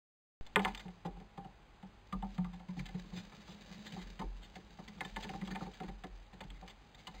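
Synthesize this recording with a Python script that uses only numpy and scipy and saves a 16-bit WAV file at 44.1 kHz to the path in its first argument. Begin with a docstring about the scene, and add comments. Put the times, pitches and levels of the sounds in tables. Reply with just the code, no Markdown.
"""Inside a shed, a small camera standing on the plank floor. Its microphone wakes with a soft pop, on a
faint hum and hiss. At half a second a marten leaps in and bounds across: pads thud, heels knock, claws
click and scrape on the wood. From 2 s two martens tussle in the corner; fur and straw rustle between the
steps, and heavy landings set the joists swaying. From 5 s they run out past the camera, one by one."""
import sys
import numpy as np
from scipy import signal
from scipy.fft import rfft, irfft
from scipy.io import wavfile
from scipy.ndimage import uniform_filter1d

SR = 44100
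rng = np.random.default_rng(int(sys.argv[2]) if len(sys.argv) > 2 else 0)


def dump(signal):
    """Clip the signal to [-1, 1] and save it as 16-bit WAV at the path in sys.argv[1]."""
    limited = np.clip(np.atleast_2d(signal).T, -1, 1)
    pcm = np.round(limited * 32767).astype(np.int16)
    wavfile.write(sys.argv[1], SR, pcm)


N = 317520
RING_TIME = np.arange(SR // 3) / SR  # time axis of one impact [s]

# steps with the body's weight on them; levels before the board and the spot hit shape them:
# (time [s], pad thud [dB], heel knock [dB], claw click [dB], slide [s], tone of the spot hit [Hz])
FOOTFALLS = [ (.559, -35, -27.5, -24, 0.00034, 420), (.594, -36, -36, -38.5, 0.00036, 790),
             (.649, -44.5, -33, -31.5, 0.0006, 1000), (.676, -48, -42, -48.5, 0.005, 817),
             (0.852, -44.5, -57, -68, 0.0036, 790), (.882, -52.5, -55.5, -58.5, 0.0008, 830),
             (1.049, -38.5, -42, -53.5, 0.0053, 790), (1.164, -51, -58, -68, 0.0033, 790),
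             (1.201, -51.5, -58, -64, 0.0018, 750), (1.375, -45, -46.5, -58.5, 0.0024, 796),
             (1.446, -50, -50, -62, .001, 790), (1.828, -48, -56, -63, .0009, 800),
             (2.125, -39, -40, -50, .0019, 1172), (2.224, -39.5, -40, -55.5, 0.00081, 784),
             (2.38, -32, -47.5, -53.5, .0007, 680), (2.445, -53, -51, -55, 0.0011, 1160),
             (2.53, -49.5, -57, -62, .007, 790), (2.598, -60, -55, -64.5, 0.0017, 756),
             (2.685, -40, -58, -61, 0.0024, 990), (2.765, -39.5, -55.5, -58, 0.015, 830),
             (2.794, -44, -57.5, -46.5, 0.0013, 2190), (2.887, -57, -54, -54.5, 0.0015, 790),
             (2.942, -35.5, -58.5, -61.5, 0.0047, 790), (3.121, -42, -61, -64, 0.033, 2060),
             (3.163, -45.5, -59, -51.5, 0.0095, 3670), (3.319, -53.5, -58, -60, 0.0035, 1330),
             (3.48, -50, -58, -60, .02, 3460), (3.702, -49, -65.5, -68, 0.023, 2060),
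             (3.769, -48, -67, -70, .016, 3500), (3.922, -44.5, -68, -56.5, 0.0043, 3440),
             (3.962, -44, -48.5, -60.5, 0.032, 836), (4.192, -40.5, -49, -49.5, 0.0032, 1045),
             (4.213, -45.5, -41.5, -56, .004, 755), (4.556, -51, -52.5, -52, 0.0031, 725),
             (4.786, -49, -52.5, -64, 0.0031, 620), (4.977, -51.5, -63.5, -64, 0.0039, 3400),
             (5.007, -51.5, -41.5, -38, 0.0012, 1890), (5.049, -49, -51.5, -44.5, 0.0014, 3600),
             (5.162, -50, -41, -41, .0021, 890), (5.242, -51, -49.5, -48.5, .002, 880),
             (5.292, -43, -44.5, -46.5, 0.001, 790), (5.335, -43.5, -45, -59, .0012, 790),
             (5.415, -37.5, -54.5, -50.5, 0.00061, 1990), (5.475, -48, -51, -49.5, 0.0016, 3200),
             (5.506, -40, -53.5, -48.5, 0.0058, 1560), (5.549, -49, -47.5, -50, 0.0021, 2210),
             (5.557, -58, -43.5, -44.5, 0.00034, 790), (5.607, -39.5, -47, -59.5, 0.013, 750),
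             (5.661, -46.5, -50, -60, 0.0027, 790), (5.802, -43, -45.5, -52, .0009, 747),
             (5.833, -43, -55, -55.5, 0.0035, 790), (5.881, -46.5, -51.5, -55.5, 0.0038, 790),
             (6.037, -46.5, -47, -51, 0.002, 700), (6.329, -52.5, -59, -61.5, 0.0034, 854),
             (6.406, -52, -50.5, -48.5, 0.0024, 890), (6.436, -48.5, -74, -59, 0.0028, 850),
             (6.503, -55, -67, -52.5, 0.00058, 3280), (6.621, -53, -51.5, -69, 0.0076, 790),
             (7.071, -59.5, -50.5, -59, 0.0044, 990), (7.14, -64, -57.5, -62.5, 0.0078, 750)]
# claws raking the boards with no weight on them: (time [s], level [dB], slide [s])
SCRABBLES = [(.465, -56, 0.0015), (.748, -45, 0.00067), (.775, -49, 0.001), (.795, -50, .0046),
             (2.856, -49.5, 0.0048), (3.859, -49, 0.0078), (4.015, -55, 0.0039), (4.42, -57.5, 0.012),
             (4.878, -51.5, 0.0027), (5.228, -46, 0.0056), (5.45, -55, 0.003), (5.735, -58, 0.006),
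             (6.544, -66.5, 0.014), (6.678, -52, 0.0028), (6.695, -56, .005), (6.946, -58, 0.0024),
             (6.975, -63, 0.014), (7.07, -46.5, 0.0022), (7.16, -62, .018)]
# boards along the animals' path; near a joist a plank bends less and clunks more:
# (time [s], stiffness [dB], plank pitch [Hz])
BOARDS_ON_PATH = [(.65, 2.5, 197.2), (.95, 5.5, 172.4), (2.2, -5, 194), (2.4, -6.5, 177.7), (3, 4.5, 181.9),
                  (3.7, 2, 184.4), (4.3, 6, 181.5), (5.35, 4, 188.4), (5.9, 8.5, 184.3), (6.6, 3, 184)]
# a plank bending under a pad: (multiple of its pitch [ratio], relative level [dB], base t60 [s])
PLANK_MODES = [(0.639, -12.5, 0.13), (0.799, -7.5, 0.16), (0.998, 2.5, 0.18), (1.131, -19.5, 0.57),
               (1.501, -23, 0.11)]
# higher modes of the floor: (frequency [Hz], relative level [dB], base t60 [s])
WOOD_MODES = [(362, -1, 0.042), (407.6, -4, 0.069), (525, -0.5, 0.074), (759.8, 3, 0.14), (799, -10, 0.26),
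              (890, -0.5, 0.14), (1039, -5.5, 0.12), (1204.5, -4.5, 0.1), (1358, -1, 0.043),
              (1466, -17, 0.1), (1731, -6, 0.068), (2079, -0.5, 0.043), (2220, -2.5, 0.024),
              (2436, 0.5, 0.022), (2975, -3, 0.027), (3420, -19, 0.022)]
# decay of the floor's dense small modes, its grain: (frequency [Hz], t60 [s])
GRAIN_DECAY = [(200, 0.18), (900, .11), (1800, 0.039), (3500, 0.032)]
# that grain under a pad, a heel, a claw tip and a sliding claw: (frequency [Hz], relative level [dB])
PAD_SPECTRUM = [(150, -23.5), (310, 3), (430, 2), (560, -4.5), (750, -30)]
KNOCK_SPECTRUM = [(300, -27), (600, -17.5), (850, -5), (1300, -7.5), (1600, -36), (3000, -66.5)]
CLICK_SPECTRUM = [(700, -29.5), (1300, -4.5), (1900, 9), (2600, 6.5), (3600, 9), (4200, -41), (5300, -38)]
SCRATCH_SPECTRUM = [(1000, -17.5), (2000, -17), (3500, 5), (4300, 6), (5300, 0.5)]
# landings that shake the whole floor: (time [s], level [dB])
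LANDINGS = [(0.647, -54), (1.061, -52), (2.125, -45), (2.764, -50.5), (3.582, -58), (4.012, -50.5),
            (4.22, -40.5), (5.1, -51), (5.452, -51), (5.841, -47.5), (6.079, -49), (6.448, -47),
            (7.119, -53)]
# how hard the bodies brush about: (time [s], relative level [dB])
BRUSHING = [(.55, -77), (.63, -58), (.92, -76.5), (1.62, -84), (2.101, -79.5), (2.35, -66.5), (2.6, -76),
            (2.98, -65), (3.251, -66), (3.95, -60.5), (4.3, -70), (4.852, -67), (5.35, -59), (5.8, -66.5),
            (5.979, -74.5), (6.498, -74.5), (6.95, -73.5), (7.19, -66.5)]
# fur and straw: (frequency [Hz], relative level [dB])
RUSTLE_SPECTRUM = [(200, -17), (500, 5), (1400, -1), (2100, 2), (3900, 4), (5300, 2.5)]
# the boards under light shuffling steps: (frequency [Hz], relative level [dB], t60 [s])
SHUFFLE_MODES = [(64.2, 0.5, .3), (146, 3, 0.068), (168, 1.5, 0.23), (204.8, 1, 0.34), (316.6, -6, 0.2),
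                 (420, -10.5, 0.19), (790, -21.5, 0.07)]
# still air and the camera's electronics: (frequency [Hz], relative level [dB])
HISS_SPECTRUM = [(20, -13.5), (50, 11.5), (80, -8), (150, -6), (300, -10), (600, -13), (830, -10.5),
                 (1300, -15.5), (3000, -19), (5300, -22.5)]
# steady tones of the hum: (frequency [Hz], level [dB])
HUM_TONES = [(100, -72.5), (150.5, -82), (818, -78)]


def footfalls(pad_db=-10):
    """Paws on the floor the camera stands on: the pad thuds and puffs, the heel knocks, claws strike."""
    out = np.zeros(N)
    for time_s, thud_db, knock_db, click_db, slide_s, spot_hz in FOOTFALLS:
        grain = floor_grain(slide_s)
        stiff_db, plank_hz = board_at(time_s)
        add(out, time_s, amp(thud_db) * pad_thud(scattered(plank_hz, share=0.012), stiff_db, slide_s))
        puff_db = (thud_db + knock_db) / 2 + pad_db + stiff_db
        add(out, time_s, amp(puff_db) * crest(colour(grain, PAD_SPECTRUM)))
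        add(out, time_s, heel_knock(grain, knock_db, stiff_db, spot_hz))
        scratch_db = scratch_balance(knock_db, click_db, slide_s)
        add(out, time_s, claw_strike(grain, click_db, scratch_db, slide_s, spot_hz))
    return out


def pad_thud(plank_hz, stiff_db, slide_s):
    """The soft pad bends the plank; a sliding paw loads it more slowly, a stiff board stops sooner."""
    modes = [(ratio * plank_hz, db, t60 * amp(-0.45 * stiff_db)) for ratio, db, t60 in PLANK_MODES]
    return amp(-0.15 * stiff_db) * crest(ring(modes, rise_s=0.0019 + 0.08 * slide_s, spread_db=6))


def heel_knock(grain, knock_db, stiff_db, spot_hz):
    """The heel rings the middle modes of the wood; a harder blow brings out those near 414 Hz."""
    modes = [(hz, db, t60 * amp(-0.3 * stiff_db - 0.5)) for hz, db, t60 in WOOD_MODES if hz < 1400]
    heel = crest(ring(modes, rise_s=0.0021, spread_db=5.5))
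    heel += 0.66 * crest(colour(grain, KNOCK_SPECTRUM))
    heel = resonate(heel, 414, boost_db=0.6 * (knock_db + 19), q=8.9)
    heel = resonate(heel, spot_hz, boost_db=11.5, q=17.3)
    return amp(knock_db) * crest(heel)


def claw_strike(grain, click_db, scratch_db, slide_s, spot_hz):
    """The claws click on the high modes of the wood and scratch as they slide."""
    force = claw_force(slide_s)
    crack = 20 / (1 + slide_s / 0.0028) * (RING_TIME == 0)  # arrives ahead of the ringing
    modes = [(hz, db, t60) for hz, db, t60 in WOOD_MODES if hz >= 1400]
    tip = crest(ring(modes, rise_s=0.0061, spread_db=1.5))
    tip += 1.59 * crest(colour(grain + crack, CLICK_SPECTRUM))
    tip = resonate(tip, 1440, boost_db=0.5 * (click_db + 32), q=3)  # hard blows wake the stiffer modes
    tip = resonate(tip, spot_hz, boost_db=10, q=11)
    click = crest(signal.fftconvolve(tip, force))
    scratch = crest(signal.fftconvolve(colour(grain, SCRATCH_SPECTRUM), force))
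    return amp(click_db) * (click + amp(scratch_db) * scratch)


def claw_force(slide_s, catches_per_s=1400):
    """A first contact, then tiny catches for as long as the claws slide."""
    t = RING_TIME[:SR // 12]
    force = impulses(len(t), catches_per_s) * (t / slide_s) * np.exp(1 - t / slide_s)
    force[0] = 3.1 / (1 + slide_s / 0.007)
    return force


def scratch_balance(knock_db, click_db, slide_s, usual_slide_s=0.0015, usual_click_db=-53):
    """Scratch against click [dB]: more in a long slide, less if claws hit hard or the pad lands flat."""
    doublings = np.log2(slide_s / usual_slide_s + 0.0016)
    hardness_db = max(click_db - usual_click_db, 0)
    softness_db = max(knock_db - click_db - 10, 0)
    return -6.5 + 2.9 * doublings - 0.3 * hardness_db - 0.6 * softness_db


def floor_grain(slide_s):
    """The dense small modes of the floor under one paw; a sliding paw lands softly."""
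    rise_s = 0.00038 + 0.54 * slide_s
    return disperse(dying_noise(GRAIN_DECAY)) * (1 - np.exp(-RING_TIME / rise_s))


def disperse(x, lag_s=0.00465, fastest_hz=3800):
    """Low bending waves run slower, so a tap reaches the camera as a quick downward sweep."""
    hz = np.fft.rfftfreq(len(x), 1 / SR)
    delay_s = lag_s * np.maximum(np.sqrt(fastest_hz / (hz + 100)) - 1, 0)
    return irfft(rfft(x) * np.exp(-2j * np.pi * np.cumsum(delay_s) * hz[1]), len(x))


def board_at(time_s):
    """Stiffness [dB] and pitch [Hz] of the plank under the animals."""
    times, stiff_db, hz = np.transpose(BOARDS_ON_PATH)
    return np.interp(time_s, times, stiff_db), np.interp(time_s, times, hz)


def ring(modes, rise_s, spread_db, mistuning=0.0039):
    """Struck modes; the spot hit weights them, and slow bending waves make low ones swell later."""
    hz, db, t60 = np.transpose(modes)[:, :, None]
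    t = RING_TIME[:int(np.clip(t60.max(), 0.1, 0.5) * SR)]
    weight = amp(db + spread_db * rng.standard_normal(hz.shape))
    swell = 1 - np.exp(-(t * hz / (rise_s * 1000)) ** 2)  # rise_s holds at 1 kHz
    detune = 1 + mistuning * rng.standard_normal(hz.shape)  # no two boards are quite alike
    waves = np.sin(2 * np.pi * (hz * detune * t + rng.random(hz.shape)))
    ringing = (weight * swell * amp(-60 * t / t60) * waves).sum(0)
    return np.pad(ringing, (0, len(RING_TIME) - len(t)))


def scrabbles(rake_hz=3420, drag_hz=2050, drag_from_s=0.012):
    """Claws rake the wood, bright and light, and hardly knock it; a long drag sounds lower."""
    out = np.zeros(N)
    for time_s, click_db, slide_s in SCRABBLES:
        grain = floor_grain(slide_s)
        stiff_db, _ = board_at(time_s)
        spot_hz = scattered(drag_hz if slide_s > drag_from_s else rake_hz, share=0.088)
        add(out, time_s, heel_knock(grain, click_db - 9, stiff_db, spot_hz))
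        add(out, time_s, claw_strike(grain, click_db, scratch_db=-3, slide_s=slide_s, spot_hz=spot_hz))
    return out


def joists(sway_hz=42.9, t60_s=0.62, rise_s=0.041, step_db=-19):
    """The floor under the camera sways on its joists: a little at each step, more after a landing."""
    out, t = np.zeros(N), np.arange(SR) / SR
    envelope = crest((1 - np.exp(-(t / rise_s) ** 2)) * amp(-60 * t / t60_s))
    steps = [(time_s, thud_db + step_db) for time_s, thud_db, *_ in FOOTFALLS]
    for time_s, db in LANDINGS + steps:
        swing = np.sqrt(2) * np.sin(2 * np.pi * scattered(sway_hz, share=0.023) * t)
        add(out, time_s, amp(db) * envelope * swing)
    return out


def rustle(brush_db=3, shuffle_db=3.5):
    """Fur hisses and straw crackles in short strokes; light shuffling steps stir the boards with it."""
    effort = amp(np.interp(np.arange(N) / SR, *np.transpose(BRUSHING)))
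    snap_sizes = amp(2.5 * np.minimum(rng.exponential(1, N), 4))
    snaps = snap_sizes * impulses(N, per_s=380)
    straw = unit(signal.oaconvolve(snaps, dying_noise([(100, 0.0056), (5000, 0.031)]))[:N])
    fur = rng.standard_normal(N)
    brush = unit(colour(fur + 1.36 * straw, RUSTLE_SPECTRUM))
    steps = impulses(N, per_s=45)
    shuffle = unit(signal.oaconvolve(steps, ring(SHUFFLE_MODES, rise_s=0.00087, spread_db=3))[:N])
    strokes_db = 2.16 * unit(uniform_filter1d(rng.standard_normal(N), size=SR // 30))
    return effort * (amp(brush_db + strokes_db) * brush + amp(shuffle_db) * shuffle)


def shed_echo(x, wet_db=-17, rise_s=0.017):
    """The wooden walls send a short, weak echo back to the microphone."""
    tail = dying_noise([(150, 0.41), (1000, 0.19), (4000, 0.32), (12000, 0.32)])
    tail *= 1 - np.exp(-(RING_TIME / rise_s) ** 2)
    return x + amp(wet_db) * signal.oaconvolve(x, tail / np.linalg.norm(tail))[:N]


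def room_tone(hiss_db=-61.5):
    """Steady hiss of still air and electronics, with a faint hum."""
    t = np.arange(N) / SR
    hum = sum(amp(db) * unit(np.sin(2 * np.pi * (hz * t + rng.random()))) for hz, db in HUM_TONES)
    return amp(hiss_db) * unit(colour(rng.standard_normal(N), HISS_SPECTRUM)) + hum


def dying_noise(decay):
    """A noise burst whose bands die at their own speeds; decay is (frequency [Hz], t60 [s])."""
    hz, t, bands = signal.stft(rng.standard_normal(len(RING_TIME)), SR, nperseg=128)
    fade = amp(-60 * t / curve_at(decay, hz)[:, None])
    return signal.istft(bands * fade, SR)[1][:len(RING_TIME)]


def colour(x, spectrum):
    """Minimum-phase filter with the given spectrum, closed above its last point."""
    closed = [*spectrum, (spectrum[-1][0] * 1.3, -70)]
    log_gain = np.log(amp(curve_at(closed, abs(np.fft.fftfreq(4096, 1 / SR)))))
    taps = np.fft.ifft(np.exp(np.conj(signal.hilbert(log_gain)))).real
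    return signal.oaconvolve(x, taps[:len(taps) // 2])[:len(x)]


def resonate(x, hz, boost_db, q):
    """Lifts the modes near one tone."""
    return x + amp(boost_db) * signal.lfilter(*signal.iirpeak(hz, q, SR), x)


def impulses(length, per_s):
    """Ticks of random size at random times."""
    return rng.standard_normal(length) * (rng.random(length) < per_s / SR)


def scattered(hz, share):
    """Varies a pitch: no two steps land on quite the same spot."""
    return hz * np.exp(share * np.clip(rng.standard_normal(), -2, 2))


def curve_at(points, hz):
    """Interpolates on a log-frequency axis."""
    point_hz, values = np.transpose(points)
    return np.interp(np.log(hz + 1), np.log(point_hz + 1), values)


def add(mix, time_s, sound):
    """Mixes a sound in at the given time."""
    part = mix[round(time_s * SR):][:len(sound)]
    part += sound[:len(part)]


def amp(db):
    """Decibels to gain."""
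    return 10 ** (np.asarray(db) / 20)


def unit(x):
    """Scales to rms 1."""
    return x / np.sqrt(np.mean(x ** 2) + 1e-20)


def crest(x):
    """Scales so that the loudest hundredth of a second has rms 1."""
    return x / np.sqrt(uniform_filter1d(x ** 2, size=SR // 100, mode="constant").max() + 1e-20)


def scene():
    """The shed in mono, heard from floor level."""
    paws = shed_echo(footfalls() + scrabbles())
    return (paws + joists() + rustle() + room_tone())[None]


def record(dry, mic_on_s=0.4108, pop_db=-37.5, pop_s=0.034, top_hz=5258, edge_hz=15850, droop=0.13):
    """The camera's microphone wakes with a soft pop; coarse sampling adds a faint tink to each knock."""
    since_on = np.arange(N) / SR - mic_on_s
    pop = amp(pop_db) * np.exp(-abs(since_on) / pop_s)
    live = (since_on > 0) * (dry[0] - pop)
    quarter_rate = signal.oaconvolve(live, signal.firwin(301, top_hz, fs=SR), "same")[::4]
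    # straight lines between the samples mirror the knocks into the treble
    joined = np.interp(np.arange(N), np.arange(0, N, 4), quarter_rate)
    dulled = signal.lfilter([1 - droop], [1, -droop], joined)
    steep_lowpass = signal.firwin(511, edge_hz, window=("kaiser", 9), fs=SR)
    return signal.oaconvolve(dulled, steep_lowpass, "same")[None]


dry = scene()
out = record(dry)
dump(out)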